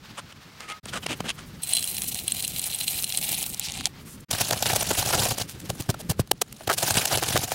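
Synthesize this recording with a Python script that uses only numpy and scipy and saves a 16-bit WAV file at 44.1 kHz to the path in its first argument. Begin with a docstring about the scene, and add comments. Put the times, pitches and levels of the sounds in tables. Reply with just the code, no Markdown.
"""Tongs scuff hot wood onto an iron pot, peppercorns pour into a stone mortar, then a pestle grinds them with salt.
Outdoors and close, over a low fire rumble and soft air; the sound drops out briefly twice.
Scuffs, ticks and cracks are short noise bursts or clicks at their own pitches; the steady parts are clumpy noise.
Resonances stand for pot, stone wall, air in the bowl and the stand under it."""
import sys
import numpy as np
from scipy import signal
from scipy.fft import rfft, irfft, next_fast_len
from scipy.io import wavfile
from scipy.ndimage import uniform_filter1d, map_coordinates

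SR = 44100
rng = np.random.default_rng(int(sys.argv[2]) if len(sys.argv) > 2 else 0)


def output_pcm(signal):
    """Save a mono or channel-first signal as 16-bit PCM at the path in sys.argv[1].

    Samples are clipped to [-1, 1] before scaling.
    """
    pcm = np.clip(np.atleast_2d(signal).T, -1, 1) * 32767
    wavfile.write(sys.argv[1], SR, np.round(pcm).astype(np.int16))


def gain_from_decibels(decibels):
    """Convert decibel values to linear amplitude factors."""
    exponent = np.asarray(decibels, float) / 20
    return 10 ** exponent


N = 332514

# Dropouts: (from [s], to [s])
DROPOUTS = [(0.801, 0.829), (4.25, 4.283)]
# Stone wall modes: (frequency [Hz], width [Hz], relative level [dB])
WALL_MODES = [(2870, 270, -7), (3350, 90, 0), (4083, 76, 2.5), (8370, 170, 6.5), (10100, 810, -3),
              (10560, 120, 6)]
# Air in the bowl: (frequency [Hz], width [Hz], relative level [dB])
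BOWL_MODES = [(736, 235, -1.5), (390, 277, -7.5)]


def unit(x):
    """Scales to rms 1."""
    return x / np.sqrt(np.mean(x ** 2) + 1e-20)


def filtered(x, response):
    """Multiplies the spectrum of x by a complex response of frequency."""
    size = next_fast_len(N + 8192)
    hz = np.fft.rfftfreq(size, 1 / SR)
    return irfft(rfft(x, size) * response(hz), size)[:N]


def colour(points):
    """Zero-phase gain through (Hz, dB) points on a log frequency axis, unit power."""
    f, db = np.transpose(points)
    return lambda hz: unit(gain_from_decibels(np.interp(np.log(hz + 1), np.log(f + 1), db)))


def modes(table):
    """Causal sum of second-order resonances with alternating signs, unit power."""
    def total(f):
        return sum((-1) ** k * gain_from_decibels(db) * 1j * f * width / (centre ** 2 - f * f + 1j * f * width)
                   for k, (centre, width, db) in enumerate(table))

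    def response(f):
        raw = total(f)
        return raw / np.sqrt(np.mean(abs(raw) ** 2))
    return response


def gains(rows, col=1):
    """Interpolates a dB column into gain per sample, silent outside its span."""
    s, db = np.transpose(rows)[[0, col]]
    return gain_from_decibels(np.interp(np.arange(N) / SR, s, db, left=-200, right=-200))


def wobble(rate_hz):
    """Smooth random curve through rate_hz random knots a second."""
    knots = rng.standard_normal(int(N * rate_hz / SR) + 4)
    return map_coordinates(knots, [np.arange(N) * rate_hz / SR])


def grit(spiky_db, clump_db, rate_hz):
    """Tiny contacts: noise of scattered size, coming in clumps."""
    size = gain_from_decibels(spiky_db * rng.standard_normal(N) + clump_db * wobble(rate_hz))
    return unit(size * rng.standard_normal(N))


def patchy(x, depth_db):
    """Short patches of the spectrum flare and sink, as grains of unlike size give way."""
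    z = signal.stft(x, nperseg=256)[2]
    field = uniform_filter1d(rng.standard_normal(z.shape), size=9, axis=0)
    field = uniform_filter1d(field, size=3, axis=1)
    return unit(signal.istft(z * gain_from_decibels(depth_db * unit(field)), nperseg=256)[1][:N])


def ticks(count, hz, octaves, cycles, spread_db):
    """Decaying sine clicks at random moments, each with its own pitch, spread_db from faintest to loudest."""
    when, pitch, size, side = rng.random((count, 4)).T
    f = np.clip(hz * 2 ** (octaves * (pitch - .5)), 1300, SR / 3)[:, None]
    index = np.arange(96)
    t = index / SR
    height = np.sign(side - .5) * gain_from_decibels(spread_db * size ** 3)  # the cube keeps most of them faint
    click = height[:, None] * np.sin(2 * np.pi * f * t) * np.exp(-t * f / cycles)
    at = (when[:, None] * N).astype(int) + index
    return unit(np.bincount(at.ravel(), click.ravel(), N)[:N])


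def strokes(events, extra_db, tint, spiky_db, least_ms=0, sharp=1.56, sudden=1):
    """Noise bursts swell and die about their centres; a share (tint) rings broadly at each one's pitch."""
    out = np.zeros(N + SR)
    n = SR // 16
    t = (np.arange(2 * n) - n) / SR
    for (s, db, half_ms, hz, *_), more_db in zip(events, np.broadcast_to(extra_db, len(events))):
        reach = t / (max(half_ms, least_ms) / 1000)
        reach = np.abs(np.where(t < 0, reach * sudden, reach / 1.08))
        shape = np.exp(-.6 * reach ** (1.13 + half_ms / 9))  # long scrapes hold their level
        touch = rng.standard_normal(2 * n) * gain_from_decibels(spiky_db * rng.standard_normal(2 * n))
        ring = signal.lfilter(*signal.iirpeak(min(hz, SR / 3), sharp, SR), touch)
        burst = (touch + tint * unit(ring)) * shape
        burst *= np.linalg.norm(shape) / np.linalg.norm(burst)
        start = round(s * SR) + SR // 2 - n
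        out[start:start + 2 * n] += gain_from_decibels(db + more_db) * burst
    return out[SR // 2:][:N]


def air():
    """Lumpy low rumble, hiss of leaves and thin bright sizzle: coloured noises at stepped levels."""
    # Background: (from [s], rumble [dB], leaves [dB], sizzle [dB])
    background = [(0, -51, -50.5, -78), (.826, -44, -49.5, -56.5), (1.62, -45, -53.5, -61),
                  (4.283, -43, -52.5, -59.5), (6.22, -48, -59, -86)]
    # Gain: (frequency [Hz], relative level [dB])
    rumble_gain = [(12, -47), (30, -6.5), (92, -1), (160, 2), (340, -10), (600, -19.5), (1320, -120)]
    # Gain: (frequency [Hz], relative level [dB])
    leaves_gain = [(240, -53), (400, -16), (1200, -9), (4800, -14.5), (10000, -28.5)]
    start_s, *levels_db = np.transpose(background)
    row = np.searchsorted(start_s, np.arange(N) / SR, side="right").clip(1) - 1
    rumble_amp, leaves_amp, sizzle_amp = gain_from_decibels(levels_db)[:, row]
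    rumble = filtered(rng.standard_normal(N), colour(rumble_gain)) * gain_from_decibels(3 * wobble(25))
    leaves = filtered(grit(spiky_db=3, clump_db=2.5, rate_hz=38), colour(leaves_gain))
    sizzle = filtered(grit(spiky_db=6, clump_db=4.5, rate_hz=40), modes([(10000, 9000, 0)]))
    return rumble_amp * unit(rumble) + leaves_amp * leaves + sizzle_amp * sizzle


def scuffs():
    """Short scrapes and snaps with a dull knock; the iron pot rings where the wood lands on it."""
    # Tongs and wood: (centre [s], level [dB], half length [ms], pitch [Hz], relative knock [dB])
    contacts = [(0.1882, -36, 9.6, 1090, -6), (0.3253, -45, 1.2, 2690, -2), (0.606, -36, 1.4, 4630, -0.5),
                (0.632, -50.5, 28, 2120, -3), (0.703, -39.5, 19, 2220, -6), (0.722, -37, 2, 2580, -22),
                (0.857, -33, 1.1, 9100, -23), (0.8905, -39.5, 8.7, 4100, -13), (0.94, -34, 10, 1410, -5),
                (0.968, -34, 13.7, 1370, -1), (1.037, -41.5, 9.1, 2870.0, 0.5), (1.065, -22, 1.2, 2120, -7),
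                (1.114, -35, 23, 2480, 2.5), (1.2058, -31, 1.4, 1230, 8), (1.26, -42, 14, 1790, 7.5),
                (1.296, -29.5, 12.3, 3130, -11.5), (1.3922, -44, 13, 1330, -10)]
    # Scuffed wood and iron, gain: (frequency [Hz], relative level [dB])
    wood_gain = [(290, -45), (500, -4.5), (900, -7.5), (1400, -4.5), (1950, -7.5), (3100, -1.5), (4400, -9),
                 (9000, -7.5), (16000, -35)]
    # Iron pot modes: (frequency [Hz], width [Hz], relative level [dB])
    pot_modes = [(827, 19, -9.5), (1260, 11, 5), (2120, 28, -5)]
    # The wood settles on the pot: (time [s], level [dB])
    thud_s, thud_db = (0.86, -12.5)
    body = filtered(strokes(contacts, 0.99, tint=1.07, spiky_db=7.5, sharp=2.4), colour(wood_gain))

    knock_db = np.transpose(contacts)[4] - .6
    knock = strokes(contacts, knock_db, tint=0, spiky_db=9, least_ms=1.7)
    knock[round(thud_s * SR)] -= gain_from_decibels(thud_db)
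    knock = filtered(knock, modes([(178, 85, -1.5), (550, 880, -10.5)]))

    quiet_from_s, quiet_to_s = DROPOUTS[0]
    landings = [row for row in contacts if .58 < row[0] < quiet_from_s]
    ring = filtered(strokes(landings, 1.3, tint=0, spiky_db=4), modes(pot_modes))
    ring *= np.arange(N) / SR < quiet_to_s
    return body + ring + knock


def pour():
    """Corns tick on each other; those that strike bare stone ring the wall."""
    # Stream of corns: (time [s], patter [dB], sparkle [dB], wall ring [dB])
    stream_levels = [(1.62, -50, -45.5, -47), (1.72, -35.5, -43, -36.5), (1.77, -37, -43, -33.5),
                     (1.9, -42, -40, -46), (2.2, -41.5, -44.5, -50.5), (2.97, -37, -39, -41.5),
                     (3.02, -44, -43, -47), (3.12, -38, -40.5, -42), (3.42, -35.5, -38.5, -51),
                     (3.5, -46.5, -41, -49), (3.7, -37, -86, -52), (3.8, -33.5, -67, -54),
                     (3.83, -51, -75, -67), (3.87, -30, -65, -62), (3.9, -90, -73, -75)]
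    # Loud corns: (centre [s], level [dB], pitch [Hz], relative wall ring [dB])
    loud_corns = [(1.634, -38, 8660, 10.5), (1.69, -39, 8340, 7), (1.735, -22, 9600, 11),
                  (1.751, -30, 8100, 9), (1.7922, -27, 7800, -1), (1.827, -17, 4100, -12),
                  (1.842, -22, 8210, -1), (1.876, -22, 8650, -3), (1.914, -24, 11600, -27),
                  (1.968, -22, 3980, -7), (2.02, -20.5, 5170, -6), (2.146, -16, 6600, -12),
                  (2.199, -30, 9000, -17), (2.28, -21.5, 9000, 8), (2.3206, -23.5, 9800, 6.5),
                  (2.425, -24, 9190, -3), (2.448, -32.5, 9710, 8), (2.479, -14.5, 8940, -11),
                  (2.595, -26.5, 4200, 4), (2.6175, -21, 13000, -20), (2.641, -22.5, 4130, 2.5),
                  (2.949, -40, 4100, 0), (2.746, -32, 8700, 6), (2.788, -31, 4100, 0),
                  (2.833, -40, 4100, -9), (3.025, -17, 10700, -15), (3.094, -24, 8250, -6),
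                  (3.0424, -20, 5000, 0.5), (3.124, -16, 4050, -6), (3.174, -15, 8740, -1),
                  (3.291, -23.5, 8410, -6), (3.347, -31.5, 4900, 4), (3.428, -18.5, 8240, -4),
                  (3.464, -19, 12450, -28), (3.546, -21, 6500, -30), (3.5967, -8, 9500, -12),
                  (3.721, -22, 5710, -29), (3.81, -21, 980, -30), (3.8566, 8, 4760, -11.5),
                  (3.87, -27, 4840, -24)]
    # Longer rushes of corns, and one short late click: (centre [s], level [dB], half length [ms], pitch [Hz])
    rushes_and_click = [(2.0858, -25, 10, 10400), (3.654, -29, 17, 4630), (4.105, -46, 47, 8900),
                        (4.207, -44, 2.5, 7900)]
    # Corn on corn, gain: (frequency [Hz], relative level [dB])
    tick_gain = [(820, -50), (1800, -7), (2400, 4.5), (3760, 4.5), (5500, -6), (9000, 1), (16000, -19.5)]
    patter = patchy(grit(spiky_db=8, clump_db=0, rate_hz=43), depth_db=2.5)
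    taps = ticks(count=1300, hz=5900, octaves=0.91, cycles=0.81, spread_db=10)
    flow = unit(gain_from_decibels(3.2 * wobble(75)))  # corns fall in small handfuls
    stream, sparkle, wall_flow = [flow * gains(stream_levels, col) for col in (1, 2, 3)]
    heap = filtered(stream * (gain_from_decibels(-2) * patter + gain_from_decibels(-7) * taps), colour(tick_gain))

    # 0.98 ms half length at -25.5 dB; 0.88 dB shorter for each dB louder
    drops = [(s, db, 0.98 * gain_from_decibels(-0.88 * (db + 25.5)), hz) for s, db, hz, _ in loud_corns]
    clatter = strokes(drops + rushes_and_click, -1.35, tint=14, spiky_db=-3)
    heap += filtered(clatter, lambda hz: hz ** 2 / (hz ** 2 + 1500 ** 2))
    heap += filtered(strokes(drops, -25, tint=0, spiky_db=1), modes(BOWL_MODES))  # thud in the bowl
    heap += sparkle * ticks(count=1500, hz=11000, octaves=1, cycles=1.6, spread_db=20)
    heap += sparkle * gain_from_decibels(6) * filtered(patter, modes([(12400, 11000, 0)]))

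    wall = strokes(drops, np.transpose(loud_corns)[3] + 5, tint=0, spiky_db=4.5, sudden=1.9)
    wall += wall_flow * (1.6 * taps + 0.26 * patter)

    # Bowl hum crossfades from empty to full, where its pitch is 1.07 times as high
    first_s, last_s = stream_levels[0][0], stream_levels[-1][0]
    full = np.clip((np.arange(N) / SR - first_s) / (last_s - first_s), 0, 1) ** 2
    hz, width_hz, db = BOWL_MODES[0]
    hum = 0
    for share, raised in ((1 - full, 1), (full, 1.07)):
        hum = hum + filtered(share * stream * patter, modes([(hz * raised, width_hz / 2, db)]))
    return heap + filtered(wall, modes(WALL_MODES)) + gain_from_decibels(-13) * hum


def pestle():
    """Grit scrapes under the pestle; each crack also sounds the bowl's air, and pressure thumps the stand."""
    # Pressure of the pestle: (time [s], level [dB])
    pressure = [(4.305, -31), (4.49, -33.5), (4.565, -36), (4.6, -34), (4.8, -29.5), (4.885, -33.5),
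                (4.95, -32), (5.2, -27.5), (5.32, -28), (5.352, -45), (5.41, -30.5), (5.46, -57),
                (5.8, -51.5), (6.2, -70), (6.6, -52.5), (6.76, -45.5), (6.8, -32), (6.89, -26.5),
                (6.925, -36), (6.96, -27), (7.02, -27.5), (7.04, -34.5), (7.13, -29.5), (7.205, -34),
                (7.33, -29), (7.39, -34.5), (7.44, -26), (7.46, -44), (7.5, -34.5), (7.52, -31.5),
                (7.54, -33)]
    # Corns giving way: (centre [s], level [dB], half length [ms], relative bowl level [dB])
    crack_rows = [(4.312, -16, 1.16, -15), (4.413, -17.5, 5.3, -7), (4.5096, -16, 1.57, 0),
                  (4.5338, -24, 1.3, 5), (4.626, -13, 0.62, -5), (4.659, -17, 0.2, -1.5),
                  (4.7008, -23.5, 2.5, 2.5), (4.7349, -21.5, 1.8, -0.5), (4.763, -18, 3.8, -7),
                  (4.9118, -22, 3.5, 3), (4.9862, -23, 11.6, -15), (5.054, -30, 1.8, -4),
                  (5.0906, -20.5, 0.84, -3), (5.139, -30, 9.1, 5.5), (5.235, -24, 1.5, -4),
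                  (5.383, -22.5, 1.6, -5.5), (5.504, -38.5, 18, -21), (5.602, -36, 1.9, -23),
                  (5.701, -27.5, 4.6, -0.5), (5.8047, -32, 6.9, -10), (5.823, -32.5, 1.2, -28),
                  (5.893, -29.5, 1.2, 4), (5.902, -25.5, 5.2, -1), (5.9445, -39.5, 1.8, 7),
                  (6.0046, -37.5, 8.3, -4), (6.101, -22, 3.9, -10.5), (6.114, -25.5, 3.2, -4),
                  (6.195, -36, 0.76, 23.5), (6.2011, -29, 6.9, -13), (6.275, -41, 0.8, -10),
                  (6.3156, -7.5, 0.98, -4), (6.419, -15, 1.8, -2.5), (6.527, -32, 1.1, -28),
                  (6.61, -48.5, 2.4, 12.5), (6.6777, -23, 1.9, 1.5), (6.701, -24, 4.3, 5.5),
                  (6.714, -28.5, 4.6, 5.5), (6.735, -24.5, 8.3, -8), (6.7838, -23.5, 7.6, -15),
                  (6.8297, -19.5, 3.4, -2), (6.9071, -18.5, 2.8, -2.5), (6.9432, -21, 1.6, -8),
                  (7.0564, -14.5, 1.64, -11), (7.1248, -34.5, 21, 4), (7.1745, -16.5, 1.05, -4.5),
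                  (7.2292, -24.5, 6.6, 2), (7.3583, -25, 0.65, 11.5), (7.3663, -22.5, 1.3, 6),
                  (7.3756, -17, 1.3, -1.5), (7.519, -25.5, 1.7, 2)]
    # The pestle stamps down on the stand: (centre [s], level [dB])
    tamps = [(5.7006, -23.5), (5.8044, -23), (5.894, -17.5), (6.099, -16), (6.197, -17), (6.68, -27),
             (6.909, -24), (7.349, -21)]
    # Crushed grains, gain: (frequency [Hz], relative level [dB])
    grit_gain = [(650, -9), (1100, -6.5), (1590, 0.5), (1990, -3), (2880, 2.5), (9240, 0.5), (16000, -8)]
    # What the mortar stands on: (frequency [Hz], width [Hz], relative level [dB])
    stump_modes = [(107.6, 48.6, 8.5), (223, 310, -11.5)]
    base_hz, db_per_octave = 3560, 2  # crack pitch at 0 dB of bowl; the hollower, the lower
    cracks = [(s, db, ms, base_hz * 2 ** (-bowl / db_per_octave)) for s, db, ms, bowl in crack_rows]
    bowl_db = np.transpose(crack_rows)[3]
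    press = gains(pressure)
    scrape = press * patchy(grit(spiky_db=6, clump_db=4, rate_hz=140), depth_db=3.5)

    bright = gain_from_decibels(2.5) * scrape + strokes(cracks, -0.21, tint=0.88, spiky_db=10.5)
    bright = filtered(bright, colour(grit_gain))
    crunch = press * gain_from_decibels(-12) * ticks(count=2500, hz=6000, octaves=2.5, cycles=0.5, spread_db=13)

    hollow = gain_from_decibels(-5) * scrape + strokes(cracks, bowl_db - .6, tint=0, spiky_db=7, least_ms=0.63)
    hollow = filtered(hollow, modes(BOWL_MODES))

    thumps = [(s, np.interp(s, *np.transpose(pressure)) - 7.5) for s, *_ in crack_rows] + tamps
    thumps = [(s, db, 3.8, base_hz) for s, db in thumps]  # half length 3.8 ms
    push = gain_from_decibels(-7.5) * scrape + strokes(thumps, 0, tint=0, spiky_db=2.5)
    push = filtered(push, modes(stump_modes))

    # Splinters at the top
    snap = filtered(strokes(cracks, -9, tint=0, spiky_db=-1.5), modes([(13300, 11000, 0)]))
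    # Hollow cracks also knock the stone
    bite = strokes(cracks, 3.35 * bowl_db.clip(max=6) - 14, tint=0, spiky_db=9.5)
    bite = filtered(bite, modes([(1365, 460, 0)]))
    # Now and then the scrape rings the wall
    stone = filtered(gain_from_decibels(-15 + 7 * np.tanh(wobble(25))) * scrape, modes(WALL_MODES))
    return bright + stone + snap + bite + crunch + hollow + push


def scene():
    """Sums all sources, with a short fade into and out of each dropout."""
    t = np.arange(N) / SR
    gate = np.ones(N)
    for from_s, to_s in DROPOUTS:
        gate *= np.clip(np.maximum((from_s - t) / 0.014, (t - to_s) / 0.012), .004, 1)
    return ((air() + scuffs() + pour() + pestle()) * gate)[None]


def band_limit(x):
    """A steep low-pass at the top of the band."""
    return signal.sosfilt(signal.butter(12, 16960, fs=SR, output="sos"), x)


def record(dry):
    """Rounds off peaks towards a ceiling, then cuts the top of the band steeply."""
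    ceiling, top_hz = .9, 15800
    soft = dry[0] / (1 + abs(dry[0] / ceiling) ** 4) ** (1 / 4)
    kept = filtered(soft, lambda hz: gain_from_decibels(np.clip((top_hz - hz) / 8, -45, 0)))  # 1 dB per 8 Hz
    return band_limit(kept[None])


dry = scene()
out = record(dry)
output_pcm(out)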